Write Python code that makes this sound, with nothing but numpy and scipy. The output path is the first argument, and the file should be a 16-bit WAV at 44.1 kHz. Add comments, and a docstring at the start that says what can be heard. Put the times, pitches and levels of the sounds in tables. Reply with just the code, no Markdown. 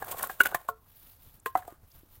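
"""Split firewood is sorted by hand on leafy ground outdoors, over a faint low rumble of air.
First a piece is dragged off a heap, its bark rasping, and clatters onto a stack; each knock makes
the wood ring briefly with its own tones. Then a sleeve swishes as cloth rubs on cloth.
At about 1.5 s a second piece is swung over and set down with a few more knocks.
Last come soft bumps on the soil, the tick of a leaf and more swishes of the sleeve."""
import sys
import numpy as np
from scipy import signal
from scipy.fft import rfft, irfft
from scipy.io import wavfile

SR = 44100
rng = np.random.default_rng(int(sys.argv[2]) if len(sys.argv) > 2 else 0)


def transcribe(signal):
    """Save signal, clipped to [-1, 1], as a 16-bit WAV file at the path in sys.argv[1]."""
    frames = np.atleast_2d(signal).T
    limited = np.clip(frames, -1, 1)
    pcm = np.round(limited * 32767).astype(np.int16)
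    wavfile.write(sys.argv[1], SR, pcm)


N = 97020
T = np.arange(N) / SR

# The tones each piece rings with; a fade is the time to drop 60 dB: (pitch [Hz], level [dB], fade [s])
WOOD_TONES = { "hard": [(398, -31.5, 0.15), (1088, -22.5, 0.054), (1480, -40, .42), (1468, -0.5, 0.032),
              (1596.5, -11, 0.039), (2210, -24.5, .05), (2864, -20.5, 0.039)],
              "stack": [(337, -13.5, 0.036), (705, -0.5, .04), (830, -1, 0.026), (1047, -8, .11),
              (1182.4, -2.5, .045), (1770, -1.5, .036), (1890, -6.5, 0.045), (2310, -11.5, .035)],
              "long": [(442.2, -19, 0.21), (579, -24, 0.12), (710.6, -15.5, 0.095), (940, -9, 0.021),
              (1086.5, -1, 0.046), (1346, -23, 0.18), (1434, -9.5, .05)], "slim": [(410, 1.5, 0.017),
              (471, -4.5, 0.053), (1050, -1.5, 0.12), (1215, -9, .055), (1620, 2.5, 0.022),
              (1930, -16, 0.072)], "thick": [(310, -12, 0.044), (731.2, -14, 0.16), (736.4, -1, 0.062),
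              (1018, -11.5, 0.032), (1283, -14.5, 0.036), (1348, -24.5, .075), (2013, -27, 0.063)],
              "light": [(765, 0, 0.051), (835, -3.5, 0.041), (1040, -7, .035), (1620, -6.5, 0.092),
              (1720, -7.5, .025)], "grounded": [(480.3, -8.5, 0.025), (694, -1.5, 0.068), (1217, -19, .2)],
              }
# Wood hits wood: (time [s], piece, ring level [dB], ring rise [s], clack level [dB],
# low edge of ring and clack [Hz], high edge of clack [Hz])
KNOCKS = [ (0.0214, "light", -31.5, 0.0031, -33, 302, 1730),
          (.0790, "thick", -38, 0.00064, -40.5, 347, 1720),
          (0.125, "long", -35.5, 0.0044, -39.5, 452, 1160),
          (0.143, "grounded", -40, .001, -34.5, 450, 1170),
          (0.195, "stack", -39, 0.00073, -36.5, 450, 1580), (0.2363, "long", -24, 0.0018, -31.5, 682, 1850),
          (.2970, "light", -30, 0.00075, -32, 606, 1850), (0.4031, "hard", -4.5, 0.0044, -21.5, 362, 2980),
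          (0.4532, "light", -29.5, 0.0018, -27, 400, 2250), (0.456, "hard", -22, .002, -37, 492, 3450),
          (0.465, "hard", -25.5, .0025, -33, 686, 3350), (0.523, "hard", -41, 0.013, -34, 350, 1290),
          (0.5457, "stack", -23, 0.0021, -26.5, 341.5, 2300),
          (0.6865, "long", -19.5, 0.0026, -31.5, 380, 1400), (1.46, "slim", -24.5, .0002, -33.5, 230, 3860),
          (1.5527, "thick", -8, 0.00066, -31, 620, 1750), (1.5715, "thick", -43, .001, -34, 650, 1580),
          (1.6243, "light", -50, 0.0018, -48.5, 600, 1930), (1.6780, "grounded", -34, .002, -44, 300, 1010),
          ]
# Bark rasps and dry leaves crush: (time [s], level [dB], rise [s], fade [s])
CRUNCHES = [ (0.083, -41, 0.0027, 0.12), (0.114, -31.5, 0.0029, 0.074), (0.122, -37, 0.0024, 0.046),
            (0.194, -33.5, 0.013, 0.027), (0.227, -33, 0.0023, 0.057), (0.242, -34.5, 0.0026, 0.089),
            (0.3, -42.5, 0.0085, 0.25), (0.408, -22.5, 0.0038, 0.01), (0.413, -22.5, 0.0023, 0.025),
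            (0.436, -31, 0.002, 0.044), (0.457, -26, 0.002, 0.04), (0.473, -31.5, 0.016, 0.012),
            (0.546, -25, 0.00078, 0.048), (0.688, -38, 0.0031, 0.062), (1.46, -34, 0.00085, 0.071),
            (1.557, -44, 0.0044, 0.05), (1.575, -42, 0.0035, 0.047), (1.679, -50.5, 0.0038, 0.067), ]
# Tone colour of rasping bark: (frequency [Hz], relative level [dB])
BARK_COLOUR = [(500, -3.5), (2000, -9.5), (3600, -9.5), (5300, -16.5), (8000, -8), (11500, -8.5),
               (14500, 0.5), (16000, -7)]
# Splinters snap off the bark: (time [s], level [dB])
SPLINTERS = [(0.0465, -33), (0.115, -30), (.1213, -31.5), (0.2296, -19.5), (0.2721, -30)]
# Loudness of wood sliding over wood and leaves: (time [s], level [dB])
DRAG_LOUDNESS = [(0, -46), (.24, -44), (.32, -56.5), (.38, -59.5), (.45, -49), (.5, -45.5), (.65, -60.5),
                 (.75, -79.5), (1.54, -82.5), (1.59, -48.5), (1.65, -62.5), (1.73, -58), (1.8, -87)]
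# Tone colour of the heap under the sliding piece: (frequency [Hz], relative level [dB])
HEAP_COLOUR = [(150, -20), (330, -10.5), (620, 6), (1100, 1.5), (1700, -3), (2400, -15.5), (5000, -29.5)]
# Dull bumps on the soil: (time [s], level [dB], pitch [Hz])
SOIL_BUMPS = [(0.55, -37, 154), (1.552, -39, 125.7), (1.724, -42, 340), (2.033, -48.5, 320)]
# Single leaves tick: (time [s], level [dB], pitch [Hz])
LEAF_TICKS = [(1.4, -54, 8700), (1.918, -57.5, 5600)]
# Loudness of the sleeve's swish: (time [s], level [dB])
SLEEVE_LOUDNESS = [(.6, -63), (.8, -74.5), (.9, -61), (1.08, -54), (1.18, -63.5), (1.23, -57.5),
                   (1.36, -61), (1.41, -76), (1.49, -56.5), (1.54, -73.5), (1.81, -74), (1.96, -57),
                   (2.06, -70), (2.16, -56), (2.2, -73.5)]
# Tone colour of rubbing cloth: (frequency [Hz], relative level [dB])
CLOTH_COLOUR = [(800, -9), (2100, -11), (3500, -7.5), (5500, -13), (8000, -14.5), (11000, -5.5),
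                (14000, 2.5), (16000, -2)]
# Tone colour of the outdoor air: (frequency [Hz], relative level [dB])
AIR_COLOUR = [(30, 3.5), (52, -1), (78, 2.5), (200, -12.5), (400, -18.5), (1200, -22), (3000, -36.5),
              (15000, -33)]

CLACK_RISE_S, CLACK_FADE_S, THUD_DB = .0007, .036, -18   # the thud is relative to the clack
CRACKS_PER_S, SLIPS_PER_S, SNAGS_PER_S = 4000, 2200, 1500   # bark, wood, cloth; in each pitch band
HEAP_DB, RING_DB, BARK_DB, GROUND_DB = -6, -11.5, -4.5, -14.5   # relative to DRAG_LOUDNESS
AIR_DB, AIR_WAVER_DB = -61.5, 2.5
SCATTER_DB, ECHO_DB, ECHO_DELAY_S = -32.5, -32, .12


def knocks():
    """Each blow rings one piece and draws a short clack and a faint thud from the heap beneath."""
    out = np.zeros(N)
    for time, piece, ring_db, rise_s, clack_db, low_hz, high_hz in KNOCKS:
        ring = from_db(ring_db) * ringing(piece, time, rise_s)
        dull_noise = butter(noise(), high_hz, "low", order=10)
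        clack = rms_one(butter(dull_noise, low_hz, "high", order=3))
        thud = from_db(THUD_DB) * noise_band(70, 400)
        out += butter(ring, low_hz, "high")
        out += from_db(clack_db) * struck(time, CLACK_RISE_S, CLACK_FADE_S) * (clack + thud)
    return out


def ringing(piece, time, rise_s):
    """A struck piece shakes with several tones at once, each fading at its own speed."""
    out = np.zeros(N)
    for k, (hz, db, fade_s) in enumerate(WOOD_TONES[piece]):
        tone = (-1) ** k * np.cos(2 * np.pi * hz * (T - time))   # every other tone starts upside down
        out += from_db(db) * struck(time, rise_s, fade_s) * tone
    return out


def crunches():
    """Tiny cracks in bark and leaves swell as the weight comes on and die away as it settles."""
    power = np.zeros(N)
    for time, db, rise_s, fade_s in CRUNCHES:
        rising = (T - time) / rise_s
        falling = -np.log(1000) * (T - time) / fade_s
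        power += (from_db(db) * np.exp(np.minimum(rising, falling))) ** 2
    return np.sqrt(power) * colour(grains(CRACKS_PER_S), BARK_COLOUR)


def splinters():
    """Splinters break off with sharp, very bright snaps that die at once."""
    snaps = sum(from_db(db) * struck(time, rise_s=0, fade_s=.012) for time, db in SPLINTERS)
    return snaps * noise_band(10200, 15800)


def drag():
    """Uneven slips murmur in the heap, ring the sliding piece, rasp its bark and rumble in the ground."""
    slips = grains(SLIPS_PER_S)
    heap = from_db(HEAP_DB) * colour(slips, HEAP_COLOUR)
    one_ring = ringing("long", time=0, rise_s=0)
    ring = from_db(RING_DB) * rms_one(signal.fftconvolve(slips, one_ring)[:N])
    bark = from_db(BARK_DB) * colour(grains(CRACKS_PER_S), BARK_COLOUR)
    ground = from_db(GROUND_DB) * noise_band(25, 130)
    flutter_db = 5.5 * drift(rate_hz=50)
    rubbing = from_db(flutter_db) * heap + from_db(.5 * flutter_db) * bark
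    return level(DRAG_LOUDNESS) * (rubbing + ring + ground)


def soil_bumps():
    """Each soft bump on the soil is one low tone that dies quickly."""
    return sum(from_db(db) * struck(time, rise_s=.00054, fade_s=.0292) * np.sin(2 * np.pi * hz * (T - time))
               for time, db, hz in SOIL_BUMPS)


def leaf_ticks(width_s=.0021):
    """A lone leaf ticks with a tiny burst of high hiss."""
    return sum(from_db(db) * np.exp(-abs(T - time) / width_s) * noise_band(hz / 1.25, hz * 1.19)
               for time, db, hz in LEAF_TICKS)


def sleeve():
    """Fibres snag as cloth rubs on cloth while the arm swings."""
    flutter_db = 1.5 * drift(rate_hz=40)
    return level(SLEEVE_LOUDNESS) * from_db(flutter_db) * colour(grains(SNAGS_PER_S), CLOTH_COLOUR)


def yard_echoes(sound):
    """Sound scatters faintly off nearby stones, then comes back blurred from the trees."""
    stones = butter(noise(), [290, 3100], "band") * struck(0, rise_s=.01, fade_s=.3)
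    trees = butter(noise(), [1200, 4000], "band") * struck(ECHO_DELAY_S, rise_s=.01, fade_s=.3)
    scatter = from_db(SCATTER_DB) * stones / np.linalg.norm(stones)
    echo = from_db(ECHO_DB) * trees / np.abs(rfft(trees)).max()
    return signal.fftconvolve(sound, scatter + echo)[:N]


def air():
    """Quiet outdoor air, mostly a low rumble that wavers a little."""
    return from_db(AIR_DB - AIR_WAVER_DB * drift(rate_hz=8)) * colour(noise(), AIR_COLOUR)


def struck(time, rise_s, fade_s):
    """Loudness of a blow: it builds while the contact lasts, then dies away."""
    age = np.maximum(T - time, 0)
    rise = np.minimum(age / max(rise_s, 1e-5), 1)
    return rise * np.exp(-np.log(1000) * np.maximum(age - rise_s, 0) / fade_s)


def grains(per_s, spread_db=3):
    """Tiny random clicks of uneven size in twelve pitch bands, about per_s a second in each."""
    edges_hz = np.geomspace(150, 19000, 13)
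    out = np.zeros(N)
    for band in zip(edges_hz, edges_hz[1:]):
        sizes = from_db(spread_db * np.minimum(rng.exponential(1, N), 4))
        signs = rng.choice([-1, 1], N)
        happens = rng.random(N) < per_s / SR
        out += butter(sizes * signs * happens, band, "band")
    return out


def colour(x, table):
    """Give a sound a table's tone colour, fading below its first row, at average strength 1."""
    hz, db = np.transpose(table)
    freqs = np.maximum(np.arange(N // 2 + 1) * SR / N, 1)
    gain = from_db(np.interp(np.log(freqs), np.log(hz), db)) * np.minimum(freqs / hz[0], 1)
    return rms_one(irfft(rfft(x) * gain, N))


def noise():
    """Plain hiss (white noise)."""
    return rng.standard_normal(N)


def noise_band(low_hz, high_hz):
    """Noise between two frequencies, at average strength 1."""
    return rms_one(butter(noise(), [low_hz, high_hz], "band"))


def drift(rate_hz):
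    """A smooth random wobble of typical size 1."""
    return rms_one(butter(rng.standard_normal(2 * N), rate_hz, "low")[N:])


def butter(x, hz, kind, order=2):
    """Keep the lows, the highs or a band; a higher order cuts more sharply."""
    return signal.sosfilt(signal.butter(order, np.clip(hz, 10, .45 * SR), kind, fs=SR, output="sos"), x)


def level(curve):
    """Join (time, level) points into a volume curve."""
    return from_db(np.interp(T, *np.transpose(curve)))


def from_db(db):
    """Turn decibels into a number to multiply by."""
    return 10 ** (np.asarray(db) / 20)


def rms_one(x):
    """Scale to an average strength (rms) of 1."""
    return x / np.sqrt(np.mean(x ** 2) + 1e-20)


def scene():
    """Wood, bark and cloth close by in the open air, in one channel."""
    wood = knocks() + crunches() + splinters() + drag() + soil_bumps() + leaf_ticks()
    return (wood + yard_echoes(wood) + sleeve() + air())[None]


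def record(dry):
    """Cut away the highest treble, above 16000 Hz."""
    return signal.sosfilt(signal.ellip(10, .2, 80, 16000, fs=SR, output="sos"), dry)


dry = scene()
out = record(dry)
transcribe(out)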